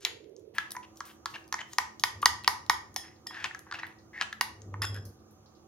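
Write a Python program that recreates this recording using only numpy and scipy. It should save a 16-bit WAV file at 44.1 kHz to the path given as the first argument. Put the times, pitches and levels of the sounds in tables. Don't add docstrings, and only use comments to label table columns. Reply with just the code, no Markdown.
import sys
import numpy as np
from scipy import signal
from scipy.fft import rfft, irfft
from scipy.io import wavfile
from scipy.ndimage import uniform_filter1d

SR = 44100
rng = np.random.default_rng(int(sys.argv[2]) if len(sys.argv) > 2 else 0)


def natural_amplitude(level_db):
    exponent = np.asarray(level_db, float) / 20
    return 10 ** exponent


def to_wav(s):
    ch = np.atleast_2d(s).T
    pcm = np.round(np.clip(ch, -1, 1) * 32767)
    wavfile.write(sys.argv[1], SR, pcm.astype(np.int16))


N = 250265


def evened(x):
    return x / np.sqrt(np.mean(x ** 2) + 1e-20)


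def read(points, hz):
    f, value = np.transpose(points)
    return np.interp(np.log(hz + 1), np.log(f + 1), value)


def add(mix, s, sound, pan_db=0):
    part = mix[:, round(s * SR):][:, :len(sound)]
    part += natural_amplitude([[pan_db / 2], [-pan_db / 2]]) * sound[:part.shape[1]]


def resonate(x, hz, width):
    turn = np.exp(2j * np.pi * np.cumsum(hz * np.ones(len(x))) / SR)
    r = np.exp(-np.pi * width / SR)
    return 2 * (turn * signal.lfilter([1 - r], [1, -r], x / turn)).real


def band(x, lo_hz, hi_hz):
    return signal.sosfilt(signal.butter(3, [lo_hz, hi_hz], "band", fs=SR, output="sos"), x)


def mode(hz, db, t60, rise_s=0.00047):
    t = np.arange(SR // 2) / SR
    decay = natural_amplitude(db - 60 * t / t60) * (1 - np.exp(-t / rise_s))
    return decay * np.sin(2 * np.pi * hz * t)


# pitch_hz, level_db per Hz
AIR_EARLY = [(15, -37), (25, -23), (70, -8.5), (252, -21.5), (400, 1), (484, -8.5), (540, -14.5),
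             (602, -21.5), (790, -33), (1840, -38), (6410, -40), (7970, -56.5), (9380, -46), (14500, -51),
             (16600, -60.5)]
AIR_LATE = [(25, -52.5), (50, -25), (85, -3.5), (155, -11.5), (220, -19.5), (250, -23.5), (325, -8.5),
            (420, -22), (800, -25.5), (1250, -21), (2000, -35.5), (4400, -34.5), (6500, -27), (7600, -42),
            (15500, -46)]
# pitch_hz, likeness (-1 to 1)
LIKENESS = [(60, 0.91), (180, 0.98), (550, 0.46), (1650, -0.13), (4970, -1), (15000, 1)]
# pitch_hz, left_over_right_db
TILT = [(60, 7), (180, -7.5), (550, -21.5), (1650, -4), (4970, -1), (15000, 1)]
# time_s, change_db
SWELL = [
    (0.54, 2),
    (5.67, 1.5),
]
# pitch_hz, level_db, width_hz
FAN = [(217, -70.5, 2.2), (327, -68, 1.5), (364, -77, 5), (528, -78.5, 59), (757, -75, 15.5),
       (1200, -80, 18)]
EARLY_DB, LATE_DB, CHANGE_S = -54, -62, 0.54
START_S = 0.095


def air():
    frames, hz = N // 256 + 5, np.fft.rfftfreq(1024, 1 / SR)
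    a, b, c, d, patches = rng.standard_normal((frames, 513, 5)).T
    patches = uniform_filter1d(patches, size=10, axis=0)
    patches = evened(uniform_filter1d(patches, size=12, axis=1))
    same = read(LIKENESS, hz)[:, None]
    left = a + 1j * b
    right = same * left + np.sqrt(1 - same ** 2) * (c + 1j * d)
    balance_db = np.array([[0.5], [-0.5]])[..., None] * read(TILT, hz)[:, None]
    z = np.array([left, right]) * natural_amplitude(1.4 * patches + balance_db)

    def coloured(colour, db):
        shaped = z * natural_amplitude(read(colour, hz))[:, None]
        return natural_amplitude(db) * evened(signal.istft(shaped, nperseg=1024, noverlap=768)[1][:, :N])

    early, late = coloured(AIR_EARLY, EARLY_DB), coloured(AIR_LATE, LATE_DB)
    t = np.arange(N) / SR
    fan = sum(natural_amplitude(db) * evened(resonate(rng.standard_normal(N), f, width)) for f, db, width in FAN)
    fade_in = np.minimum(t / START_S + 0.23, 1)
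    swell = natural_amplitude(np.interp(t, *np.transpose(SWELL)))
    return swell * np.where(t < CHANGE_S, early * fade_in, late + fan)


# time_s, drone_db
ENGINE = [(0.0, -87), (0.14, -62.5), (0.39, -74), (0.61, -86), (2.08, -73.5), (2.16, -47), (2.27, -55.5),
          (3.13, -67), (4.4, -69), (4.69, -42.5), (4.94, -38.5), (5.1, -46), (5.13, -61.5), (5.67, -86)]
DRONE_HZ = 100
FULL_DB, DRONE_SLOPE = -36, 1.14
THUD_DB, THUD_SLOPE = -49, 0.62
ROAR_DB, ROAR_SLOPE = -51, 0.56
BUMP_S, BUMP_DB, BUMP_WIDTH_S = 4.8, -54.5, 0.035


def engine():
    t, noise = np.arange(N) / SR, rng.standard_normal((4, N))
    effort_db = np.interp(t, *np.transpose(ENGINE)) - FULL_DB
    waver = evened(resonate(resonate(noise[0], DRONE_HZ, 32), DRONE_HZ, 32))
    drone = evened(np.sin(2 * np.pi * DRONE_HZ * t) + 0.19 * waver)
    thud = evened(band(noise[1] + 0.13 * noise[2:], 46, 110))
    roar = evened(band(noise[2] + 0.11 * noise[2:], 90, 480))
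    bump = natural_amplitude(BUMP_DB) * np.exp(-((t - BUMP_S) / BUMP_WIDTH_S) ** 2)
    return (natural_amplitude(FULL_DB + DRONE_SLOPE * effort_db) * drone
            + (natural_amplitude(THUD_DB + THUD_SLOPE * effort_db) + bump) * thud
            + natural_amplitude(ROAR_DB + ROAR_SLOPE * effort_db) * roar)


# start_s, level_db, pitch_hz
FAR_CLICKS = [
    (3.985, -62, 4800),
    (5.052, -52.5, 11600),
    (5.053, -55, 5410),
    (5.19, -73, 4400),
    (5.299, -76, 4460),
    (3.16, -68.5, 4430),
    (5.309, -66, 12300),
    (5.46, -62, 4760),
    (5.55, -65.5, 4540),
]


def far_clicks():
    out, t = np.zeros((2, N)), np.arange(SR // 4) / SR
    decay = natural_amplitude(-60 * t / 0.28) + natural_amplitude(-60 * t / 0.027)
    for (s, db, hz), noise in zip(FAR_CLICKS, rng.standard_normal((len(FAR_CLICKS), 2, len(t)))):
        for side, pan_db in zip(noise, (40, -40)):
            tail = evened(band(side, 0.8 * hz, 1.22 * hz)) * decay
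            add(out, s, natural_amplitude(db - 25) * tail, pan_db)
    return out


# pitch_hz, t60_s
KITCHEN = [(200, 0.44), (600, 0.37), (1000, 0.38), (2000, .38), (3500, 0.32), (6000, 0.37), (9000, .3),
           (16000, 0.12)]
# pitch_hz, level_db
WET = [(300, -8), (800, -8.5), (1300, -12), (2000, -12.5), (3000, -11), (5000, -16), (8000, -12.5),
       (11000, -11), (15000, -10)]


def kitchen(x):
    places = np.arange(200, SR - 20, 20)
    out, turn = np.zeros((2, N)), np.pi * 3.1 * np.arange(N) / SR
    for k in range(3):
        echoes = np.zeros((2, SR))
        when = places + rng.integers(0, 20, (2, len(places)))
        np.put_along_axis(echoes, when, rng.choice([-1., 1.], (2, len(places))), 1)
        hz, t, z = signal.stft(echoes, SR, nperseg=128)
        z = z * natural_amplitude(-60 * t / read(KITCHEN, hz)[:, None])
        z = z / np.sqrt((abs(z) ** 2).sum((0, 2), keepdims=True))
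        z = z * natural_amplitude(read(WET, hz))[:, None]
        tail = signal.istft(z, SR, nperseg=128)[1] / 30
        share = np.sqrt(2 / 3) * np.cos(turn + np.pi * k / 3)
        out += signal.fftconvolve((x * share)[None], tail, axes=1)[:, :N]
    return out


# pitch_hz, lead_radians
LEAD = [(300, .2), (700, .6), (1500, .8), (3000, .8), (6000, 1.3), (9000, 1.9), (15000, 1.9)]


def ports(x):
    half = 0.5j * read(LEAD, np.fft.rfftfreq(N, 1 / SR))
    return irfft(rfft(x) * np.exp([half, -half]), N)


# start_s, length_s, fizz_db, treble_db, peak_place (share of length)
SQUELCH = [
    (0.0, 0.059, -52.5, -71, 0.5),
    (0.542, 0.0354, -72, -54.5, 0.32),
    (0.945, 0.08, -65, -62, 0.37),
    (1.045, 0.12, -58.5, -56, 0.091),
    (1.291, 0.18, -60, -64.5, 0.039),
    (1.656, 0.084, -57, -60, 0.99),
]
SQUELCH_ENDS_DB = -22


def squelch():
    out = np.zeros((2, N))
    for s, length, fizz_db, treble_db, peak in SQUELCH:
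        u = np.arange(9600) / SR / length
        swell = natural_amplitude(np.interp(u, [0, peak, 1], [SQUELCH_ENDS_DB, 0, SQUELCH_ENDS_DB]))
        ends = np.clip(np.minimum(u, 1 - u) / 0.045, 0, 1)
        snaps = natural_amplitude(rng.exponential(1, len(u))) * rng.standard_normal(len(u))
        fizz = natural_amplitude(fizz_db) * evened(band(snaps, 2800, 7400))
        treble = natural_amplitude(treble_db) * evened(band(snaps, 7800, 15600))
        add(out, s, (fizz + treble) * swell * ends, 1.5)
    return out


# pitch_hz, level_db per Hz
HISS = [(500, -16.5), (900, -1.5), (1600, -4), (2600, -0.5), (3600, -8), (5500, -13.5), (7000, -21),
        (10000, -31.5), (16000, -37)]


def slide(db, hz, hiss_db):
    grip = natural_amplitude(3 * evened(uniform_filter1d(rng.standard_normal(len(db)), size=70)))
    slips = grip * natural_amplitude(1.5 * rng.exponential(1, len(db))) * rng.standard_normal(len(db))
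    hiss = irfft(rfft(slips) * natural_amplitude(read(HISS, np.fft.rfftfreq(len(db), 1 / SR))), len(db))
    sing = resonate(resonate(slips, hz, 470), hz, 470)
    return natural_amplitude(db) * evened(sing) + natural_amplitude(hiss_db) * evened(hiss)


# start_s, length_s, end_db, singing_hz, hiss_db
LEAD_INS = [
    (1.03, 0.093, -69, 1600, -59.5),
    (3.3, 0.17, -51.5, 1670, -48.5),
    (3.66, 0.047, -59.5, 1630, -68),
    (4.128, 0.11, -44, 1914, -53.5),
]
# start_s, length_s (of the whole fade),
# start_db, singing_hz, hiss_db
SLIDE_OFFS = [
    (0.001, 0.43, -63, 1610, -58),
    (0.0521, 0.19, -51, 1910, -37),
    (0.5381, 0.54, -54, 1820, -49),
    (0.6001, 0.026, -46, 1690, -37),
    (3.0301, 0.29, -52, 1894, -51),
    (3.4501, 0.086, -46, 1735, -48),
    (3.7301, 0.74, -57.5, 1710, -48.5),
    (4.2201, 0.029, -41.5, 1839, -43),
]
# start_s, peak_db, singing_hz, hiss_db, length_ms
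RUBS = [(0.826, -49, 2810, -55.5, 31), (1.0898, -49.5, 3000, -67, 33), (1.338, -42, 2800, -44, 33),
        (1.355, -28, 1700, -55, 14.7), (1.584, -27.5, 1920, -46, 22), (1.603, -27.5, 1870, -41, 16.8),
        (1.606, -36, 3060, -46, 14), (1.604, -37, 6800, -55, 15), (3.3571, -30, 1693, -52, 28),
        (3.442, -36, 1610, -35, 24), (3.434, -36, 2500, -48, 8), (3.402, -30, 1700, -60, 8),
        (3.385, -33, 1700, -60, 12), (3.4465, -43, 1800, -51, 13), (3.503, -38, 1900, -59, 14),
        (3.7378, -32, 1510, -39.5, 16), (3.751, -27.5, 2700, -41.5, 9.7), (3.7868, -30, 1600, -44, 10),
        (3.795, -28, 1900, -45, 11), (3.788, -35, 2650, -55, 10), (3.789, -38, 5600, -58, 14),
        (3.8382, -32, 1840, -54, 22), (3.741, -34, 2750, -55, 9), (4.1572, -26.5, 1970, -54.5, 7.9),
        (4.1685, -32, 1940, -57, 5.9), (4.1903, -43, 2850, -49.5, 68), (4.2119, -37, 1715, -33, 22),
        (4.8256, -29, 1851, -38, 19), (4.841, -23.5, 1337, -36, 12.7), (4.9432, -37, 1573, -56.5, 52)]
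PRESS_DB, LEAVE_DB = -12.5, -56


def scrapes():
    out = np.zeros((2, N))
    strokes = [(row, True) for row in LEAD_INS] + [(row, False) for row in SLIDE_OFFS]
    for (s, length, db, hz, hiss_db), pressing in strokes:
        u = np.arange(8820) / SR / length
        ends = np.clip(np.minimum(u, 1 - u) / 0.051, 0, 1)
        done = np.minimum(u, 1)
        grip_db = PRESS_DB * (1 - done) ** 4.9 if pressing else LEAVE_DB * done ** 0.91
        add(out, s, ends * natural_amplitude(grip_db) * slide(db + 0 * u, hz, hiss_db), 1.5)
    for s, db, hz, hiss_db, ms in RUBS:
        u = np.arange(4096) / SR / (ms / 1000)
        swell = abs(np.sin(np.pi * np.minimum(u, 1) ** 0.74)) ** 0.55
        add(out, s, swell * slide(db - 14 + 0 * u, hz, hiss_db), 1.5)
    return out


# start_s, level_db, pitch_hz, t60_s
NOTES = [(0.7499, -37.5, 1006, .07), (0.7668, -30.5, 995, 0.065), (2.2298, -18, 1200, 0.048),
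         (2.259, -20, 1915, .05), (4.4108, -21, 2850, .018), (2.2585, -23, 2850, .014),
         (2.478, -26, 2800, .014), (2.6976, -28, 2750, .012), (2.0373, -28, 2750, .012),
         (3.8325, -40, 4000, .02), (2.962, -47, 9500, 0.19), (2.9625, -44, 5130, .4),
         (2.963, -46, 5215, .25), (3.2695, -36, 5150, .04), (2.963, -52, 9800, .15), (3.27, -54, 6370, .03),
         (4.943, -49, 11300, .04)]


def notes():
    out = np.zeros((2, N))
    for s, db, hz, t60 in NOTES:
        add(out, s, mode(hz, db, t60))
    return out


# start_s, level_db, brightness_db per octave, ring_share (of free t60)
RINGS = [
    (2.961, -43.5, -3, 0.85),
    (3.269, -50.5, 1.5, 0.33),
    (4.819, -42.5, 5.5, 1.0),
    (4.82, -40.5, 4.5, 0.27),
    (4.835, -52, 9, 1),
    (4.851, -46, 4, 1),
    (4.944, -54, 3, 0.54),
    (4.963, -58, 4, 0.77),
    (3.27, -48, 3, 1),
]
# pitch_hz, level_db, t60_s
RIM = [(750, -11, 0.32), (1330, -17, 0.088), (1850, -0.5, 0.28), (2400, -8, 0.075), (2790, -14, .15),
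       (3320, -5.5, 0.39), (5116, -2.5, 0.4), (5200, -5, 0.2), (3560, -3, 0.11), (7335, -4, 0.1),
       (6450, -8, .08), (10265, -9, 0.094), (11200, -15, .06), (12760, -13, .07)]
WAVER_DB = 2.3


def rings():
    out = np.zeros((2, N))
    lucks = 1.2 * rng.standard_normal((len(RINGS), 2, len(RIM)))
    for (s, db, bright_db, share), luck in zip(RINGS, lucks):
        for (f, d, t60), u, v in zip(RIM, *luck):
            wander = evened(uniform_filter1d(rng.standard_normal(SR // 2), size=400))
            level_db = db + d + bright_db * np.log2(f / 3000)
            sound = mode(f, level_db + u - 3, share * t60)
            for split_hz, w in ((-35, v), (22.5, -u), (60.5, -v)):
                partner_hz = f + split_hz * np.sqrt(f / 3000) + 4 * w
                sound = sound + mode(partner_hz, level_db + w - 4.5, 0.74 * share * t60)
            add(out, s, natural_amplitude(WAVER_DB * wander) * sound, u - v)
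    return out


# pitch_hz, level_db
GLASS = [(2850, -6.5), (3600, -4), (4010, -3.5), (4350, -6.5), (4770, -2), (5030, -2.5), (5460, -4),
         (6000, -6.5), (6500, -6)]
GLASS_DB, GLASS_T60, GLASS_LUCK_DB = -20, 0.03, 3.5


def clinks():
    out = np.zeros((2, N))
    for (s, db, hz, _), luck in zip(TICKS, rng.standard_normal((len(TICKS), len(GLASS)))):
        clink = 0
        for (f, d), u in zip(GLASS, luck):
            distance_db = 8 * abs(np.log2(f / hz))
            clink = clink + mode(f, db + GLASS_DB + d + GLASS_LUCK_DB * u - distance_db, GLASS_T60)[:4096]
        add(out, s, clink, 1.5)
    return out


# start_s, peak_db, pitch_hz, treble_db
TICKS = [(0.05, -10.5, 3560, -12), (0.5833, -18, 3130, -12.5), (1.0051, -28.5, 5800, -16.5),
         (1.258, -21, 4400, -13.5), (1.5259, -18.5, 6070, -11.5), (1.73, -46, 4500, -18),
         (1.7336, -27.5, 6700, -12.5), (1.7841, -13, 4770, -9.5), (1.9969, -26.5, 6360, -7.5),
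         (2.037, -8.5, 5100, -8), (2.0373, -17, 3640, -20), (2.6976, -15, 5800, -20),
         (2.258, -11, 5900, -20), (2.2574, -3, 5180, -10), (2.4772, -6.5, 5120, -8),
         (2.664, -39.5, 5100, -10), (2.697, -8.5, 5100, -8.5), (2.9624, -16, 6180, -6.5),
         (3.269, -27, 5290, -9), (3.4426, -17, 2500, -19), (3.5478, -34.5, 6300, -12),
         (4.2121, -14, 2510, -21), (4.328, -29.5, 3580, -13), (4.4106, -11, 4760, -6),
         (4.823, -29, 5200, -3), (4.944, -42, 3500, -8), (0.7192, -32, 6900, 5)]
# start_s, peak_db, pitch_hz
DULL_TICKS = [(0.243, -50.5, 2780), (0.365, -42, 6170), (0.766, -34, 6020), (0.9584, -50, 6500),
              (0.9718, -39.5, 6340), (1.442, -50.5, 4960), (1.542, -22, 5560), (2.4455, -24.5, 2870),
              (3.3444, -37.5, 3200), (3.7131, -32.5, 4040), (2.2266, -30.5, 2500), (3.404, -48, 3000),
              (1.3574, -37, 2780), (1.591, -38, 2800), (3.7245, -30, 4100), (0.0503, -23, 6600),
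              (1.7845, -17, 6500), (3.444, -34, 6900), (4.6188, -37.5, 6410), (4.7404, -50, 6350)]
# start_s, peak_db, pitch_hz
SNAPS = [(0.0081, -49, 6550), (0.0303, -51.5, 6960), (0.2951, -63, 6450), (0.395, -58, 7040),
         (0.7071, -31.5, 5730), (0.716, -37.5, 7100), (1.0541, -46, 5470), (1.0745, -54, 2910),
         (1.399, -57, 6800), (1.4785, -48, 6000), (1.488, -55, 5000), (2.218, -36, 6630),
         (2.2215, -37, 6720), (2.2294, -32, 3070), (2.4372, -40.5, 4245), (2.9425, -43, 6800),
         (3.5918, -38, 6740), (3.8293, -57, 3680), (3.868, -41, 2493)]
DULL_TREBLE_DB, SNAP_TREBLE_DB = -41.5, -1
TICK_FOCUS, DULL_FOCUS, SNAP_FOCUS = 1.9, 17, 6.9
CHATTER_S = 0.0016


def ticks(chatter):
    out, t = np.zeros((2, N)), np.arange(1500) / SR
    rows = [(*r, TICK_FOCUS) for r in TICKS]
    rows += [(*r, DULL_TREBLE_DB, DULL_FOCUS) for r in DULL_TICKS]
    rows += [(*r, SNAP_TREBLE_DB, SNAP_FOCUS) for r in SNAPS]
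    for (s, db, hz, treble_db, focus), noise in zip(rows, rng.standard_normal((len(rows), len(t)))):
        contact = (t == 0) + chatter * noise * np.exp(-t / CHATTER_S)
        body = band(contact + focus * resonate(contact, hz, 1100), min(2900, 0.58 * hz), 7560)
        top = 0.45 * band(contact, 5800, 13000) + 3.2 * resonate(contact, 10650, 3300)
        tick = body / abs(body).max() + natural_amplitude(treble_db + 5.5) * top / abs(top).max()
        add(out, s, natural_amplitude(db) * tick, 2.5)
    return out


# start_s,
# low_mode_db, upper_mode_db, low_mode_hz, left_over_right_db
KNOCKS = [(0.049, -33.5, -27, 800, 9.5), (0.583, -29, -12.5, 1115, 2.5), (0.752, -36, -34, 1076, -2),
          (0.766, -35.5, -30, 983, -1), (1.006, -27, -29, 1165, -2), (1.258, -22.5, -26.5, 1124, -2.5),
          (1.525, -24, -23.5, 1074, -3.5), (1.541, -21, -20.5, 1033, -1.5), (1.732, -43.5, -42, 1010, 2.5),
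          (1.784, -12.5, -12, 1001, -0.5), (2.037, -14.5, -12, 1000, -2.5), (2.229, -16.5, -34, 1165, 2),
          (2.258, -8, -9, 999, 0), (2.444, -41, -34, 960, 3), (2.477, -9, -10.5, 990, -2),
          (2.6975, -9, -9, 1000, -2.5), (2.961, -28, -30.5, 851, -6),
          (3.265, -40.5, -54, 960, 2), (3.308, -34.5, -36.5, 1015, -2.5), (3.345, -44, -53, 1060, -15),
        (3.4428, -28, -26.5, 1072, 6), (3.5095, -49, -30, 1027, 0.1), (3.5475, -59, -27, 1120, 4),
        (3.667, -43, -54, 917, 3), (3.713, -35, -30, 1200, 1), (3.7225, -36, -30, 1274, 1),
        (3.7248, -41, -23.5, 1270, 2), (3.787, -38, -40, 1165, 2), (3.832, -30.5, -23, 978, -0.5),
        (4.212, -29, -17, 1120, 4), (4.327, -56, -24.5, 1100, 0), (4.41, -17, -14, 987, -3.5),
        (4.741, -28.5, -33.5, 1024, -2), (4.818, -26.5, -47, 1220, -6)]
# pitch_ratio, level_db
NEIGHBOURS = [(0.9, -9), (1.153, -3), (0.79, -10), (1.14, -12)]
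PAIR_HZ = 1370
LOW_T60, UPPER_T60 = 0.019, 0.019


def knocks():
    out, rows = np.zeros((2, N)), KNOCKS
    detunes = rng.uniform(0.988, 1.012, (len(rows), 4))
    for (s, low_db, upper_db, low_hz, pan_db), detune in zip(rows, detunes):
        upper_hz = PAIR_HZ ** 2 / low_hz
        glass = mode(low_hz, low_db, LOW_T60) + mode(upper_hz, upper_db, UPPER_T60)
        for (ratio, db), w in zip(NEIGHBOURS[:2], detune[:2]):
            glass += mode(low_hz * ratio * w, low_db + db, 0.019)
        for (ratio, db), w in zip(NEIGHBOURS[2:], detune[2:]):
            glass += mode(upper_hz * ratio * w, upper_db + db, 0.029)
        glass = band(band(glass, 748, 6300), 748, 6300)
        push = mode(420, low_db - 22, 0.017) + mode(78, low_db - 36.5, 0.31, rise_s=0.02)
        add(out, s, glass + push, pan_db)
    return out


def scene():
    bowl = knocks() + clinks() + notes() + rings() + scrapes() + squelch()
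    room = kitchen((bowl + natural_amplitude(3) * ticks(chatter=0)).mean(0))
    return ports(bowl + ticks(chatter=0.16)) + room + far_clicks() + air() + engine()


def band_limit(x):
    return signal.sosfilt(signal.butter(12, 16810, fs=SR, output="sos"), x)


# pitch_hz, level_db
MIC = [(30, -19.5), (55, -7.5), (80, 0.5), (7100, 1.03), (7500, -3), (8400, 1), (9500, 1.5), (15600, 0.5)]
EDGE_HZ = 15850


def record(dry):
    hz = np.fft.rfftfreq(N, 1 / SR)
    edge_db = -np.maximum(hz - EDGE_HZ, 0) / 25
    heard = irfft(rfft(dry) * natural_amplitude(read(MIC, hz) + edge_db), N)
    return band_limit(np.clip(heard, -1, 1))


dry = scene()
out = record(dry)
to_wav(out)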